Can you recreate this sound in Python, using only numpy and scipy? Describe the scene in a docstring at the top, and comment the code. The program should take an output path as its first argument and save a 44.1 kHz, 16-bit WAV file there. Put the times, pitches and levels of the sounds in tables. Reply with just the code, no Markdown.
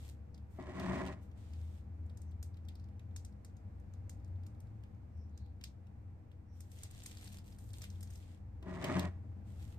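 """Plastic film snaps and rustles close by as a cream-filled piping bag is squeezed and twisted.
A cake turntable is spun twice on its ball bearing, with two hard knocks in the second spin, and
engines drone far outside over a town's rumble. Film and plate are struck resonators: short force
pulses excite damped modes. Engines are sines gliding in pitch; rumble and soft hisses are filtered
noise. A small hard room adds low resonances and a tail."""
import sys
import numpy as np
from scipy import signal
from scipy.fft import rfft, irfft
from scipy.io import wavfile
from scipy.ndimage import uniform_filter1d

SR = 44100
rng = np.random.default_rng(int(sys.argv[2]) if len(sys.argv) > 2 else 0)


def pcm_store(signal):
    """Save signal as 16-bit PCM."""
    levels = np.round(np.clip(np.atleast_2d(signal), -1, 1) * 32767)
    wavfile.write(sys.argv[1], SR, levels.astype(np.int16).T)


def gain_from_db(level_db):
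    """Convert decibel levels to linear amplitude factors (20 dB per decade)."""
    decades = np.asarray(level_db, float) / 20
    return 10 ** decades


N = 431298
TIME = np.arange(N) / SR
HZ = np.maximum(np.fft.rfftfreq(N, 1 / SR), 1)
PORT_LAG = 9  # samples between the two microphone ports for a source off to one side


def snaps():
    """Impulse excitation: a crack amid a fast-dying run of slips rings a damped band, for crease or knock."""
    # sharp snaps: film creases, and two hard turntable knocks at 8.84 and 8.99 s:
    # start_s, level_db, centre_hz
    sharp_snaps = [(0.0887, -55, 4700), (0.3442, -56.5, 4600), (0.377, -62, 4170), (0.797, -43, 2610),
                   (1.063, -46.5, 2800), (1.3139, -65.5, 2700), (1.5337, -56, 3900), (2.0966, -62, 3660),
                   (2.172, -53, 7840), (2.217, -54.5, 8200), (2.3172, -66, 3260), (2.4276, -42.5, 9000),
                   (2.5418, -63.5, 3420), (2.5695, -60.5, 3060), (2.685, -49, 3550), (2.7534, -56.5, 4820),
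                   (2.7964, -63, 4430), (2.8404, -65, 4230), (2.994, -58.5, 2830), (3.162, -40.5, 7100),
                   (3.2483, -48.5, 7200), (3.4471, -50.5, 7100), (3.567, -61, 6300), (3.9365, -59.5, 5670),
                   (4.0947, -44.5, 7760), (4.2448, -64.5, 6170), (4.4336, -63, 3240), (4.4646, -55, 7900),
                   (4.6025, -57.5, 8950), (4.8357, -59.5, 2870), (5.3752, -54, 6100), (5.6113, -53, 2940),
                   (5.6383, -37.5, 5000), (5.8681, -66, 2600), (6.315, -62.5, 2920), (6.6049, -46.5, 7800),
                   (6.716, -55, 7600), (6.7865, -53, 7580), (6.8331, -38.5, 8000), (6.9098, -49, 8420),
                   (6.9975, -59, 5760), (7.035, -47, 8200), (7.0594, -36.5, 8340), (7.1134, -49, 4140),
                   (7.1704, -47.5, 4570), (7.242, -48, 8360), (7.2753, -47.5, 4210), (7.3257, -52, 8040),
                   (7.3851, -52, 4530), (7.524, -57.5, 4740), (7.5856, -52.5, 9100), (7.7034, -58.5, 4430),
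                   (7.7325, -48.5, 7770), (7.7377, -49, 3720), (7.818, -42, 6150), (7.8389, -42, 3370),
                   (7.9005, -50.5, 6060), (7.956, -61, 3160), (8.0073, -49.5, 7990), (8.0289, -43.5, 8700),
                   (8.0731, -57.5, 4720), (8.103, -53, 7700), (8.135, -56, 7640), (8.1552, -50.5, 6030),
                   (8.6258, -55.5, 2860), (8.8414, -33.5, 2500), (8.994, -33, 3420)]
    # echoes off counter, cake and wall: delay_ms, level_db
    echoes = [(1.6, -16), (2.8, -0.5), (12, -24)]
    octaves = 0.58  # bandwidth of the ring
    rows = [*sharp_snaps, *ticks()]
    t = np.arange(512) / SR
    heard = np.zeros((2, N + 1400))
    spread = np.zeros(N + 1400)  # what leaves in all directions: the cracks without echoes
    slips = rng.standard_normal((len(rows), len(t))) ** 3
    places = rng.random((len(rows), 2, 1 + len(echoes)))
    shape = np.minimum(t / 0.00092, 1) ** 2 * np.exp(-t / 0.0012)
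    crack = 7.4 * (np.arange(len(t)) == int(SR / 1250))  # just after the first slips
    edge = 2 ** (octaves / 2)
    for (s, db, hz), slip, (spot, side) in zip(rows, slips, places):
        force = slip * shape + crack
        ring = filtered(force, 1, [hz / edge, hz * edge], "band")
        # a duller body answers under the ring
        body = filtered(force, 2, [1200, 3200], "band")
        ring = filtered(ring + 0.27 * force, 2, 1000, "high")
        gain = gain_from_db(db) * 4.17 / np.sqrt(np.sum(ring ** 2))
        burst = gain * ring
        first = int(s * SR)
        # the crack that feeds the room is set from the energy of the burst
        flip = filtered(crack, 1, [hz / edge / 1.3, hz * edge], "band")
        spread[first:first + len(t)] += 1.5 * flip * np.sqrt(np.sum(burst ** 2) / np.sum(flip ** 2))
        # the body radiates as a whole, so both ports get it together
        heard[:, first:first + len(t)] += 0.3 * gain * body
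        # every snap sits elsewhere, so its echo paths and port lag differ a little
        for (ms, path_db), along, across in zip([(0, 0), *echoes], spot, side):
            start = int((s + ms * (0.8 + 0.4 * along) / 1000) * SR)
            lag = int(PORT_LAG * (0.85 + 0.4 * across))
            heard[0, start:start + len(t)] += gain_from_db(path_db) * burst
            heard[1, start + lag:start + lag + len(t)] += gain_from_db(path_db) * burst
    return heard[:, :N], spread[:N]


def ticks():
    """Random point process: faint snaps at random moments and pitches while the bag is pressed."""
    from_s, to_s, per_s = 2.0, 5.7, 6
    typical_db, scatter_db = -70.5, 4.5
    moment, loudness, pitch = rng.random((int(per_s * (to_s - from_s)), 3)).T
    start_s = from_s + (to_s - from_s) * moment
    level_db = typical_db + scatter_db * (2 * loudness - 1)
    return zip(start_s, level_db, 3000 * 3 ** pitch)


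def rustle():
    """Stick-slip friction: tiny creases crackle in flurries over the hiss of sliding skin."""
    # hands working the bag, one row a grip or twist:
    # start_s, hold_s, level_db, brightness (-5 dull to 5 bright, no further effect beyond)
    grips = [(-.05, 0.1, -64.5, -1.5), (0.487, 0.048, -75, 2), (1.204, 0.0059, -74, 0),
             (1.336, .16, -73.5, -10.5), (1.549, 0.17, -72.5, -3), (6.5, 0.21, -76.5, 0),
             (6.695, 0.042, -71, 2.5), (6.751, .06, -61.5, -4), (6.876, .12, -64.5, -3.5),
             (7.04, 0.072, -61.5, -1.5), (7.15, 0.15, -61.5, -1), (7.429, 0.066, -68, 0.5),
             (7.568, 0.093, -66.5, 3), (7.734, 0.041, -61.5, 1), (7.795, 0.024, -62.5, -1),
             (7.856, 0.18, -73, -2), (8.097, 0.044, -68, 1.5), (8.175, 0.12, -72, -6.5),
             (9.431, 0.13, -73.5, -2), (9.586, .1, -70, -1.5)]
    # spectrum of the film's rustle: frequency_hz, density_db (per Hz)
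    film_colour = [(500, -3.5), (1200, -12), (2000, -4.5), (3400, -1), (5300, -3.5), (8200, 0.5),
                   (12000, -1), (16000, -5.5)]
    rise_s, rise_share, let_go_s = 0.022, 0.25, 0.17  # rise lengthens by a share of the hold; fall by 60 dB
    tilt = np.log2(HZ / 4500).clip(-2, 2)
    flurry = walk(30)
    layers = 0
    # each patch of film has its own pitch and its own lag between the ports
    for hz in 1500 * 1.6 ** np.arange(6):
        crackle = grains(200, spread_db=4.0) * gain_from_db(2.3 * flurry + 2.4 * walk(25))
        pair = np.array([crackle, np.roll(crackle, rng.integers(4, 14))]) / np.std(crackle)
        layers = layers + rfft(pair) / (1 + 1j * 0.46 * (HZ / hz - hz / HZ))
    crackling = irfft(layers, N)
    sliding = gain_from_db(0.58 * flurry) * rng.standard_normal((2, N))
    # a dull and a bright version of each, tilted by 5 dB per octave
    gains = [gain_from_db(on_hz(film_colour) + sign * 5 * tilt) for sign in (-1, 1)]
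    creases = [colour(crackling, gain) for gain in gains]
    skin = [colour(sliding, gain) for gain in gains]
    out = 0
    for start, hold, db, brightness in grips:
        gate = envelope(start, rise_s + rise_share * hold, hold, let_go_s)
        share = np.clip(0.5 + brightness / 10, 0, 1)
        # a light touch mostly slides; a firm grip makes the film crackle
        grip = np.clip((db + 77) / 15, 0.03, 0.85)
        dull, bright = (np.sqrt(grip) * a + np.sqrt(1 - grip) * b for a, b in zip(creases, skin))
        out = out + gate * gain_from_db(db) * ((1 - share) * dull + share * bright)
    return out


def turntable():
    """Rolling-contact excitation: balls on a rough race knock the modes of plate and base; the cage rattles."""
    # two spins, each pushed, swung up to speed and braked: time_s, plate_level_db
    spins = [
        [(.53, -78), (.6, -57), (.72, -51), (.82, -45), (.92, -44), (1.09, -47.5), (1.15, -56.5), (1.25, -81)],
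        [(8.62, -70), (8.68, -55), (8.77, -51), (8.85, -40.5), (8.97, -41.5), (9.05, -45), (9.11, -60.5),
         (9.2, -78)],
    ]
    # modes of the plate: frequency_hz, width_hz, level_db
    plate_modes = [(272, 39, 4.5), (362.5, 37, 5), (629, 89, 1), (800, 100, -11), (1034, 250, -5.5),
                   (1218, 17, -11.5), (1436, 120, -15.5), (1683, 67, -9), (1913, 190, -7.5),
                   (2240, 190, -13), (3550, 150, -19)]
    # modes of the base: frequency_hz, width_hz, level_db
    base_modes = [(136, 17.5, -2.5), (182.7, 16.5, 3.5)]
    # spectrum of the loose cage: frequency_hz, density_db (per Hz)
    cage_colour = [(1200, -5.5), (2500, -2), (4800, -12.5), (8500, -15.5), (12000, -28), (16000, -26.5)]
    # the hand meeting the plate: start_s, level_db
    touches = [(0.587, -48), (8.625, -56), (8.661, -56), (9.236, -59)]
    # phase by which the plate's modes trail at the left port: frequency_hz, phase_rad
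    trail = [(170, 0), (260, 0.55), (2000, 0.95), (2600, 2.02)]
    reference_db = -43  # plate level at which speed counts as 1
    cage_db, base_db = -11.5, -0.5  # against the plate at speed 1
    cage_power, base_power = 1.08, 0.99  # how steeply they grow with speed
    bumps_db, touch_t60_s = 2.0, 0.15  # unevenness of the race; decay of a touch
    # rolling contact is a soft push: little reaches the highest or the lowest notes
    push = 1 / (1 + (HZ / 3000) ** 4) / (1 + (100 / HZ) ** 4)
    bumps = walk(45)
    knocks = [grains(2500, spread_db=1.5) * gain_from_db(bumps_db * bumps) for _ in range(2)]
    plate = np.array([colour(k, resonances(plate_modes) * push) for k in knocks])
    base = np.array([colour(k, resonances(base_modes) * push) for k in knocks])
    cage = []
    for _ in range(2):
        rattle = grains(3000, spread_db=5.0) * gain_from_db(0.53 * bumps + 2.8 * walk(80))
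        cage.append(colour(rattle, gain_from_db(on_hz(cage_colour))))
    cage = np.array(cage)
    pair = 0
    for rows in spins:
        gate, db = on_time(rows)
        speed = gate * gain_from_db(db - reference_db)
        moving = speed * plate
        moving = moving + gain_from_db(cage_db) * speed ** cage_power * cage
        moving = moving + gain_from_db(base_db) * speed ** base_power * base
        pair = pair + gain_from_db(reference_db) * moving
    # a soft hand stirs mainly the plate's lowest modes
    thud = colour(knocks[0], resonances(plate_modes) / (1 + (HZ / 700) ** 2) * push)
    for s, db in touches:
        pair = pair + gain_from_db(db) * envelope(s, 0.0013, 0.0044, touch_t60_s) * thud
    # the counter carries the lowest modes to both ports alike, the right one slightly first
    like = on_hz([(200, 1.0), (340, 0.57), (480, 0.37), (620, 0.89), (1900, 0.66), (4000, 0.18)])
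    left, right = ports(*pair, like)
    return np.array([irfft(rfft(left) * np.exp(-1j * on_hz(trail)), N), right])


def engines():
    """Transmission loss: only the firing note passes the walls, a gliding sine of randomly wandering level."""
    # a low drone gliding in pitch, its level wandering at random: time_s, pitch_hz, level_db
    drone = [(0, 73.87, -51), (.8, 76, -52.5), (1.6, 81, -47.5), (2.2, 81.3, -50), (2.75, 84.6, -50.5),
             (3.3, 91, -51.5), (3.9, 90.9, -55), (4.4, 90.54, -43), (4.8, 89.96, -67), (5.5, 88, -55.5),
             (6.5, 88, -60), (7.4, 88, -57), (8.2, 88, -50), (8.6, 87.1, -59), (9.05, 86.8, -45.5),
             (9.78, 84.4, -54.5)]
    # two engines that swell and fade: time_s, pitch_hz, level_db
    passers = [
        [(4.95, 84, -71), (5.2, 78.2, -49), (5.5, 73.3, -53), (5.7, 70, -79)],
        [(6.9, 44, -68), (7.3, 52.47, -65), (7.7, 54.7, -57), (8.2, 49.6, -68), (8.6, 43, -66),
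         (8.9, 42.8, -88)],
    ]
    out = 0
    for rows in [drone, *passers]:
        gate, hz, db = on_time(rows)
        phase = 2 * np.pi * np.cumsum(hz * (1 + 0.013 * walk(8.1))) / SR
        out = out + gate * gain_from_db(db + 2.4 * walk(10)) * np.sqrt(2) * np.sin(phase)
    left, right = ports(out, 0 * out, like=1)
    return np.array([left, np.roll(right, PORT_LAG)])


def town():
    """Modal amplification: diffuse traffic and air noise is lifted at the room's resonances."""
    # loudness of the rumble: time_s, level_db
    loudness = [(0, -52.5), (2, -52), (4.5, -52), (5.6, -53), (6.5, -54.5), (8, -52.5), (9.78, -51.5)]
    # its spectrum ahead of the room: frequency_hz, density_db (per Hz)
    rumble_colour = [(25, 0), (45, -7), (110, -1.5), (200, -3), (310, -13), (400, -14), (800, -17),
                     (1100, -23.5), (2300, -30.5), (3200, -40.5), (8000, -45.5), (16000, -47)]
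    # room resonances it feeds: frequency_hz, width_hz, level_db
    room_modes = [(65.5, 7.4, 22.4), (88, 10, 15.3), (101.6, 21, 14.5), (107.6, 5.6, 16.8),
                  (199.3, 11.6, 8.85), (241, 28, 4.75), (304.8, 38.4, 8.9), (484.6, 33, 4.5),
                  (800, 7.3, 7.4)]
    # likeness of the two ports in diffuse sound: frequency_hz, likeness (0-1)
    likeness = [(60, .97), (170, .95), (290, .7), (450, .2), (1000, .05), (16000, .01)]
    gain = gain_from_db(on_hz(rumble_colour)) * np.hypot(1, resonances(room_modes))
    _, db = on_time(loudness)
    left, right = ports(*rng.standard_normal((2, N)), on_hz(likeness))
    pair = np.array([left, np.roll(right, PORT_LAG)])
    return colour(pair, gain) * gain_from_db(db + 0.5 * walk(3.15))


def hisses():
    """Band-limited noise: faint soft puffs from afar, Gaussian in both time and frequency."""
    # puffs: centre_s, length_s, centre_hz, width_hz, level_db
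    puffs = [(2.29, 0.041, 6030, 900, -85), (2.803, 0.11, 4730, 1200, -86),
             (5.212, 0.084, 5500, 800, -83.5), (5.42, 0.11, 4200, 700, -81.5),
             (6.55, 0.088, 5660, 600, -83)]
    out = 0
    noise = rfft(rng.standard_normal((2, N)))
    for s, length, hz, width, db in puffs:
        puff = irfft(noise * np.exp(-((HZ - hz) / width) ** 2 * 2), N)
        swell = np.exp(-((TIME - s) / length) ** 2 * 2)
        out = out + gain_from_db(db) * puff / np.std(puff) * swell
    return out


def room(pair, feed):
    """Reverberation: an exponentially decaying noise tail behind a close source, other for each port."""
    t60_s, tail_db = 0.18, -7
    t = np.arange(int(0.4 * SR)) / SR
    tail = rng.standard_normal((2, len(t))) * gain_from_db(-60 * t / t60_s) * np.minimum(t / 0.0039, 1)
    tail = gain_from_db(tail_db) * tail / np.sqrt(np.sum(tail ** 2, axis=1, keepdims=True))
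    return pair + signal.fftconvolve(feed, tail, axes=1)[:, :N]


def ports(first, second, like):
    """Interchannel coherence: two unrelated signals mixed into a pair of given likeness and balance."""
    # balance of the two microphone ports: frequency_hz, left_minus_right_db
    balance = [(30, -5), (60, 1), (200, 5), (380, -1), (700, -4), (1300, -1.5), (2400, -0.8), (5000, -0.5)]
    mid = rfft(first) * np.sqrt((1 + like) / 2)
    side = rfft(second) * np.sqrt((1 - like) / 2)
    tilt = gain_from_db(on_hz(balance) / 2)
    return irfft(np.array([(mid + side) * tilt, (mid - side) / tilt]), N)


def resonances(modes):
    """Incoherent modal sum: damped modes driven at unrelated spots add their powers."""
    power = 0
    for hz, width, db in modes:
        detuning = (HZ / hz - hz / HZ) * hz / width
        power = power + gain_from_db(db) ** 2 / (1 + detuning ** 2) ** 1.5
    return np.sqrt(power)


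def grains(per_s, spread_db):
    """Shot noise: impulses of either sign at random moments, mostly small with a few large."""
    chance = rng.random((3, N))
    size = gain_from_db(np.minimum(-spread_db * np.log(1 - chance[1]), 22))
    return (chance[0] < per_s / SR) * size * np.sign(chance[2] - 0.5)


def walk(rate):
    """Smoothed random modulation: levels held 1 / rate s and slewed twice, of spread near 1."""
    k = int(SR / rate)
    steps = np.repeat(rng.standard_normal(N // k + 1), k)
    return 1.235 * uniform_filter1d(uniform_filter1d(steps, k), k)[:N]


def envelope(start, rise, hold, fall):
    """Exponential decay: a smooth rise, a hold, then a fall of 60 dB over the given time."""
    up = np.sin(np.pi / 2 * np.clip((TIME - start) / rise, 0, 1)) ** 2
    return up * gain_from_db(-60 * np.clip((TIME - start - rise - hold) / fall, 0, 3))


def filtered(x, order, hz, kind):
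    """Linear filtering by a Butterworth response."""
    return signal.sosfilt(signal.butter(order, hz, kind, fs=SR, output="sos"), x)


def colour(x, gain):
    """Spectral shaping: filtered by a gain per frequency, then set to rms 1."""
    y = irfft(rfft(x) * gain, N)
    return y / np.sqrt(np.mean(y ** 2))


def on_hz(points):
    """Log-frequency interpolation: a (Hz, value) table read at every frequency."""
    hz, value = np.transpose(points)
    return np.interp(np.log(HZ), np.log(hz), value)


def on_time(rows):
    """Linear interpolation in time: a gate that closes softly outside the rows, then each column."""
    s, *columns = np.transpose(rows)
    gate = uniform_filter1d(1.0 * ((TIME >= s[0]) & (TIME <= s[-1])), size=800)
    return gate, *(np.interp(TIME, s, c) for c in columns)


def scene():
    """Superposition: snaps and film close by with the room's tail, the rest around them."""
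    heard, spread = snaps()
    film = rustle()
    close = room(heard + film, spread + film)
    return close + turntable() + engines() + town() + hisses()


def low_pass(x):
    """Removes everything above the highest recorded frequency."""
    return signal.sosfilt(signal.butter(12, 15690, fs=SR, output="sos"), x)


def record(dry):
    """Spectral shaping: the treble has a narrow gap near 10.6 kHz and rolls off at the top."""
    response = [(9300, 0.92), (9800, -8), (10600, -25.5), (11100, -6.5), (11600, -2), (14300, 0),
                (15200, -24)]
    mix = irfft(rfft(dry) * gain_from_db(on_hz(response)), N)
    return low_pass(mix)


dry = scene()
out = record(dry)
pcm_store(out)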